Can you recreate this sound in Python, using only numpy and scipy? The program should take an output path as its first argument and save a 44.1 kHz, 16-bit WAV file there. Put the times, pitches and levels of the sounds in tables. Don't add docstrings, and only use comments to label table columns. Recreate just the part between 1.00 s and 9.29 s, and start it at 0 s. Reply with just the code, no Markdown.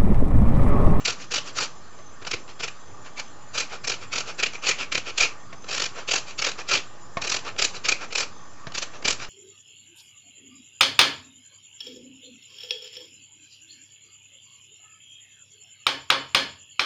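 import sys
import numpy as np
from scipy import signal
from scipy.fft import rfft, irfft
from scipy.io import wavfile
from scipy.ndimage import uniform_filter1d, map_coordinates

SR = 44100
rng = np.random.default_rng(int(sys.argv[2]) if len(sys.argv) > 2 else 0)


def persist_wave(psi):
    counts = np.round(np.clip(psi, -1, 1) * 32767).astype(np.int16)
    wavfile.write(sys.argv[1], SR, np.atleast_2d(counts).T)


def amplitude_ratio(level_db):
    exponent = np.asarray(level_db, float) / 20
    return 10 ** exponent


N = 365588


def unit(x):
    return x / np.sqrt(np.mean(x ** 2) + 1e-20)


def along(points, hz):
    f, v = np.transpose(points)
    return np.interp(np.log(hz + 1), np.log(f + 1), v)


def colour(spectrum, peaks, hz):
    peaks_db = sum(db / (1 + (2 * (hz - centre) / width) ** 2) for centre, width, db in peaks)
    return amplitude_ratio(along(spectrum, hz) + peaks_db)


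def resonance(hz, centre, width):
    return 1 / (1 + (2 * (hz - centre) / width) ** 2)


def coloured(x, gain):
    m = 2 ** 14
    cepstrum = irfft(np.log(gain(np.fft.rfftfreq(m, 1 / SR)) + 1e-6))
    cepstrum[1:m // 2] *= 2
    cepstrum[m // 2 + 1:] = 0
    response = irfft(np.exp(rfft(cepstrum)))
    return signal.fftconvolve(x, response)[:len(x)]


def wobble(rate):
    points = rng.standard_normal(int(N * rate / SR) + 4)
    return map_coordinates(points, [np.arange(N) * rate / SR])


def patchy(x, depth_db, bins, frames):
    z = signal.stft(x, nperseg=512)[2]
    field = uniform_filter1d(rng.standard_normal(z.shape), bins, 0)
    field = uniform_filter1d(field, frames, 1)
    return signal.istft(z * amplitude_ratio(depth_db * unit(field)), nperseg=512)[1][:N]


def over(hz, edge_hz):
    return 1 / (1 + (edge_hz / (hz + 1)) ** 8)


def background():
    # frequency in Hz, level in dB per Hz.
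    hum_curve = [(15, -36), (25, -3), (33, -14.5), (105, -5), (194, -17), (308, -8), (594, -8), (857, -12),
                 (1180, -5), (1360, -10.5), (1500, -10.5), (1960, -18), (5200, -24), (6970, -21.5),
                 (8470, -41.5), (11000, -88.5), (18600, -120)]
    # frequency in Hz, width in Hz, dB over the hum.
    whir = [(116, 25, 3.5), (843, 54, 8), (1164, 120, 4), (1832, 98, 7.5), (3340, 80, 7.5), (5000, 220, 7)]
    # frequency in Hz, width in Hz, rms level in dB, flutter in dB.
    whine = [(6200, 190, -62, 3), (7040, 77, -65, -2), (7300, 110, -66.5, -3.5)]
    # time in seconds, level in dB.
    rumble = [(0, -50), (1, -56), (2.3, -54), (3.201, -50.5), (4.299, -59.5), (4.5, -50.5), (5, -53),
              (6, -56), (7, -52.5), (8.29, -57.5)]
    rumble_curve = [(30, -30), (110, 4.5), (300, -0.5), (700, -26)]  # Hz, dB

    hum = patchy(rng.standard_normal(N), 2.2, bins=6, frames=14)
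    out = amplitude_ratio(-47) * unit(coloured(hum, lambda f: colour(hum_curve, whir, f)))
    for hz, width, db, flutter_db in whine:
        band = coloured(rng.standard_normal(N), lambda f: resonance(f, hz, width))
        flutter = 1.1 * wobble(7.4) + 1.2 * wobble(35)
        out = out + amplitude_ratio(db + flutter_db * flutter) * unit(band)
    s, db = np.transpose(rumble)
    low = coloured(rng.standard_normal(N), lambda f: colour(rumble_curve, [], f))
    return out + amplitude_ratio(np.interp(np.arange(N) / SR, s, db)) * unit(low)


def kitchen(x):
    # frequency in Hz, seconds to fall by 60 dB.
    echo_time = [(200, 0.49), (2000, 0.23), (8000, 0.22)]
    hz, t, z = signal.stft(x, SR, nperseg=256, noverlap=192)
    late = t[:300]
    fade = amplitude_ratio(-120 * late / along(echo_time, hz)[:, None])
    fade = fade * (1 - np.exp(-late / 0.0036))
    fade = fade / fade.sum(1, keepdims=True)
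    power = uniform_filter1d(np.abs(z) ** 2, size=3, axis=0)
    power = signal.fftconvolve(power, fade, axes=1)[:, :len(t)]
    noise = signal.stft(rng.standard_normal(N), SR, nperseg=256, noverlap=192)[2]
    echo = np.sqrt(np.abs(power)) * noise / np.std(noise)
    return signal.istft(echo, SR, nperseg=256, noverlap=192)[1][:N]


def knocks():
    # start in seconds, peak in dB, crack in dB, thud in dB.
    bumps = [
        (.988, -52, 18, -2),
        (4.528, -29.5, 4.5, 2),
        (6.17, -15.5, 0, -1),
        (6.174, -34, -11, -7),
        (7.669, -29, 9, 10),
        (7.674, -30, -3.5, 11),
    ]
    # frequency in Hz, level in dB, seconds to fall by 60 dB.
    box = [(680, 3, 0.085), (1088, 2.5, 0.063), (1814, -9, 0.11), (2230, 1, 0.027), (2400, 0.5, 0.012)]
    crack_curve = [(200, 6), (2500, -0.5), (6000, -7), (8000, -26.5)]  # Hz, dB

    out, t = np.zeros(N + SR), np.arange(SR // 4) / SR
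    for s, db, crack_db, thud_db in bumps:
        ring = 0
        for hz, level_db, t60 in box:
            ring = ring + amplitude_ratio(level_db + rng.normal(0, 1) - 60 * t / t60) * np.sin(2 * np.pi * hz * t)
        dull = coloured(rng.standard_normal(len(t)), lambda f: colour(crack_curve, [], f))
        crack = amplitude_ratio(crack_db - 60 * t / 0.046) * unit(dull)
        thud = amplitude_ratio(thud_db - 5.5 - 60 * t / 0.09) * np.cos(2 * np.pi * 130 * t)
        onset = 1 - np.exp(-t / 0.00029)
        out[round(s * SR):][:len(t)] += amplitude_ratio(db - 9) * (thud + crack - ring) * onset
    return out[:N]


def hand(s):
    # time in seconds, ringing of the face's main tone in dB, shaking of the box in dB,
    # rind drag under the bites in dB, brightness of fresh rind in dB.
    grip = [(.08, -11.5, -19, -8, 0.5), (.35, -12, -25, -12, 1.5), (.6, -7.5, -24.5, -0.5, 1.5),
            (1.3, -8, -13.5, -12, -1.5), (2.6, -6.5, -27, -11.5, 2.5), (3.17, -4, -21, -13, 2),
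            (3.44, -5.5, -25, -29, -1.5), (3.69, -4.5, -26, -6.5, -0.5), (3.95, -5.5, -17, -19.5, -1.5),
            (4.22, -3.5, -31.5, -4.5, 1), (4.8, -13.5, -24, -15, 0), (5.139, -11.5, -28, -17, 1.5),
            (5.74, -8.5, -24, -5.5, -0.5), (6.3, -7, -19, -18, 4), (6.62, -12.5, -20, -15, -1.5),
            (6.89, -5.5, -22.5, -21, -0.5), (7.2, -3, -35.5, -8, 4), (8.08, -11.5, -13.5, -13, -0.5)]
    when, *controls = np.transpose(grip)
    return [np.interp(s, when, control) for control in controls]


def contacts():
    # first bite in seconds, last bite in seconds,
    # first bite in dB, middle bite in dB, last bite in dB.
    three_rows = [
        (.058, .105, -20.5, -23.5, -26.5),
        (3.401, 3.466, -29, -19, -26.5),
        (3.926, 3.98, -24.5, -22, -25),
        (6.596, 6.649, -22, -17, -19),
        (6.858, 6.922, -25.5, -17, -22),
        (8.056, 8.109, -21, -18.5, -21),
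    ]
    four_rows = [
        (0.322, 0.383, -29, -23.5, -27.5),
        (.588, 0.648, -23.5, -29, -40),
        (2.558, 2.629, -32.5, -23, -39),
        (5.424, 5.492, -24, -22.5, -29),
        (2.879, 2.942, -24, -26, -33),
        (3.136, 3.207, -30.5, -24, -31),
        (3.647, 3.714, -34, -21, -24),
        (4.183, 4.255, -20, -19.5, -33),
        (7.157, 7.231, -23, -24, -31.5),
    ]
    five_rows = [
        (4.695, 4.766, -34, -27.5, -32),
        (4.781, 4.861, -26, -24.5, -27.5),
        (5.093, 5.183, -27.5, -19.5, -28.5),
        (5.696, 5.776, -27, -20.5, -29.5),
    ]
    six_rows = [
        (6.251, 6.368, -31.5, -24, -26.5),
    ]
    # time in seconds, peak in dB, half length in ms.
    catches = [(.013, -51, 13), (.128, -36.5, 3.7), (.306, -52, 2.1), (.557, -56, 2.2), (.575, -33, 11),
               (1.225, -46, 5.8), (1.252, -40, 2.6), (1.275, -33, 5.6), (1.316, -26, 3.9),
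               (1.339, -28, 5.7), (1.606, -34, 6), (1.64, -28.5, 8.2), (1.683, -33, 3.6), (2.199, -31.5, 5),
               (2.848, -32.5, 5.3), (5.518, -32, 2.2), (4.645, -47, 2.6), (4.668, -54, 3.9),
               (5.394, -28, 6.7), (6.222, -27, 3.5), (6.391, -38, 2.8), (6.565, -43, 1.8),
               (7.112, -45, 4.3), (7.129, -32.5, 4.2), (7.722, -41, 1.9), (7.754, -29, 6.2),
               (7.783, -25.5, 5.3), (7.828, -28.5, 6.2), (8.027, -41, 2.7), (8.129, -26, 2.5)]
    # middle in seconds, peak in dB, half length in ms,
    # panel drumming in dB.
    returns = [(0.219, -43.5, 18.4, -1), (0.478, -40.5, 17.4, 1.5), (1.501, -49, 14.3, -5.5),
               (2.069, -51, 14, -1), (2.181, -41.5, 9.9, -6), (2.734, -41, 21, -2), (3.03, -46, 16, 1),
               (3.29, -39.5, 18, 1), (3.55, -41, 11.7, -5), (3.813, -33, 18, 1), (4.082, -37, 16.7, 1.5),
               (4.986, -42.5, 24, 3.5), (5.295, -42.5, 20, -4), (5.6, -38.5, 12, 2), (6.476, -39, 17.3, 5),
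               (6.76, -39, 13.7, 1), (7.029, -41, 17.7, 3), (7.952, -50, 18, 1.5), (8.225, -38.5, 18, 2)]
    speed_up = .95
    bite_ms, bite_scatter = 4.2, .12
    dig_per_db, dig_from_db = .15, 2.5
    drag_share, drag_late = .32, .6
    ticks, tick_db, tick_ms = 3, -2, 2

    rows = list(catches)
    for count, strokes in enumerate((three_rows, four_rows, five_rows, six_rows), start=3):
        u = np.linspace(0, 1, count)
        for first, last, first_db, middle_db, last_db in strokes:
            length = last - first
            bulge_db = 2 * middle_db - first_db - last_db
            level_db = first_db + (last_db - first_db) * u + bulge_db * 2 * u * (1 - u)
            ms = bite_ms * np.exp(bite_scatter * rng.standard_normal(count))
            early_ms = (u == 0) * ms * dig_per_db * max(middle_db - first_db - dig_from_db, 0)
            rows += zip(first + length * u ** speed_up - early_ms / 2000, level_db, ms + early_ms)
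            middle = first + length * drag_late
            drag_db = hand(middle)[2]
            rows.append((middle, middle_db + drag_db, 1000 * length * drag_share))
    for s, db, ms, _ in returns:
        for x in rng.uniform(-1.5, 1.5, ticks):
            rows.append((s + ms / 1000 * x, db + tick_db, tick_ms))
    return [(*row, 0) for row in rows] + list(returns)


def grating():
    # frequency in Hz, level in dB per Hz.
    rasp = [(35, -48.5), (70, -14.5), (200, -17), (430, -6), (940, -10.5), (1340, -6.5), (2000, -10),
            (2400, -4), (3550, -7), (4550, -3.5), (7030, -7), (7640, -13), (8470, -35.5), (11000, -74.5)]
    # frequency in Hz, width in Hz, dB over the rasp.
    sheet = [(520, 220, 1.5), (1340, 130, 5), (1800, 90, 3), (2680, 220, 3.5), (2930, 160, 2.5),
             (3220, 110, 2), (4000, 90, 2.5), (4400, 90, 2), (4700, 90, 2.5), (5450, 100, 2),
             (5820, 180, 3), (6960, 90, 3)]
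    face_hz, face_width_hz = 2430, 220
    edges = [0, 330, 1750, 3600, SR]  # Hz, between box, panel, sheet and teeth
    pointed = 1.8

    tears = rng.standard_normal(N) * amplitude_ratio(2.2 * wobble(2500))
    tears = patchy(tears, 2.4, bins=4, frames=3)
    tears = tears / np.sqrt(uniform_filter1d(tears ** 2, 300))
    s, db, ms, extra_db = np.transpose(contacts())[:, :, None]

    lighter_db = -26 - db
    chance = rng.standard_normal((3, len(s), 1))
    face_db, shake_db, _, fresh_db = hand(s)
    drum_db = -9 + .45 * lighter_db + 2 * chance[0]
    thump_db = .4 * lighter_db + 2 * chance[1]
    bright_db = 1.5 - .2 * lighter_db + 2 * chance[2] + fresh_db

    step = np.arange(0, N / SR, .001)
    distance = np.abs(step - s) * 1000 / np.maximum(.7 * ms, .8)
    hold = np.exp(-.5 * distance ** pointed)

    def band(low, high):
        return lambda f: colour(rasp, sheet, f) * np.sqrt(np.abs(over(f, low) - over(f, high)))

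    gains = [band(low, high) for low, high in zip(edges[:-1], edges[1:])]
    gains.append(lambda f: resonance(f, face_hz, face_width_hz))
    levels = [db + thump_db + shake_db,
              db + drum_db + extra_db,
              db - 3.5 - .5 * bright_db,
              db - 4.5 + .5 * bright_db,
              db + face_db - .5 * bright_db]
    sound = 0
    for gain, level_db in zip(gains, levels):
        power = (amplitude_ratio(2 * level_db) * hold).sum(0)
        force = np.interp(np.arange(N) / SR, step, np.sqrt(power))
        tears = np.roll(tears, 441)
        sound = sound + coloured(force * tears, gain) / np.std(coloured(tears, gain))
    return amplitude_ratio(3.5) * sound


def scene():
    near = grating() + knocks()
    return (near + amplitude_ratio(-9.5) * kitchen(near) + background())[None]


def roll_off(x):
    return signal.sosfilt(signal.butter(12, 8620, fs=SR, output="sos"), x)


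def record(dry):
    # time in seconds, level in dB.
    jolts = [
        (3.44, -49),
        (4.21, -26),
        (6.62, -34),
        (6.89, -34),
        (8.09, -38),
    ]
    band_limit = [(7600, -1), (8000, -8), (8300, -22), (8600, -32.5), (8800, -61)]  # Hz, dB
    t = np.arange(N) / SR
    jumps = 0
    for s, db in jolts:
        since = np.abs(t - s)
        jumps = jumps + amplitude_ratio(db) * (t > s) * (1 - np.exp(-since / .0044)) * np.exp(-since / .03)
    squeezed = dry / (1 + np.abs(dry / .55) ** 5) ** (1 / 5)
    hz = np.fft.rfftfreq(N, 1 / SR)
    limited = irfft(rfft(squeezed) * amplitude_ratio(along(band_limit, hz)), N)
    offset = .0169
    return roll_off(limited + offset + jumps)


dry = scene()
out = record(dry)
persist_wave(out)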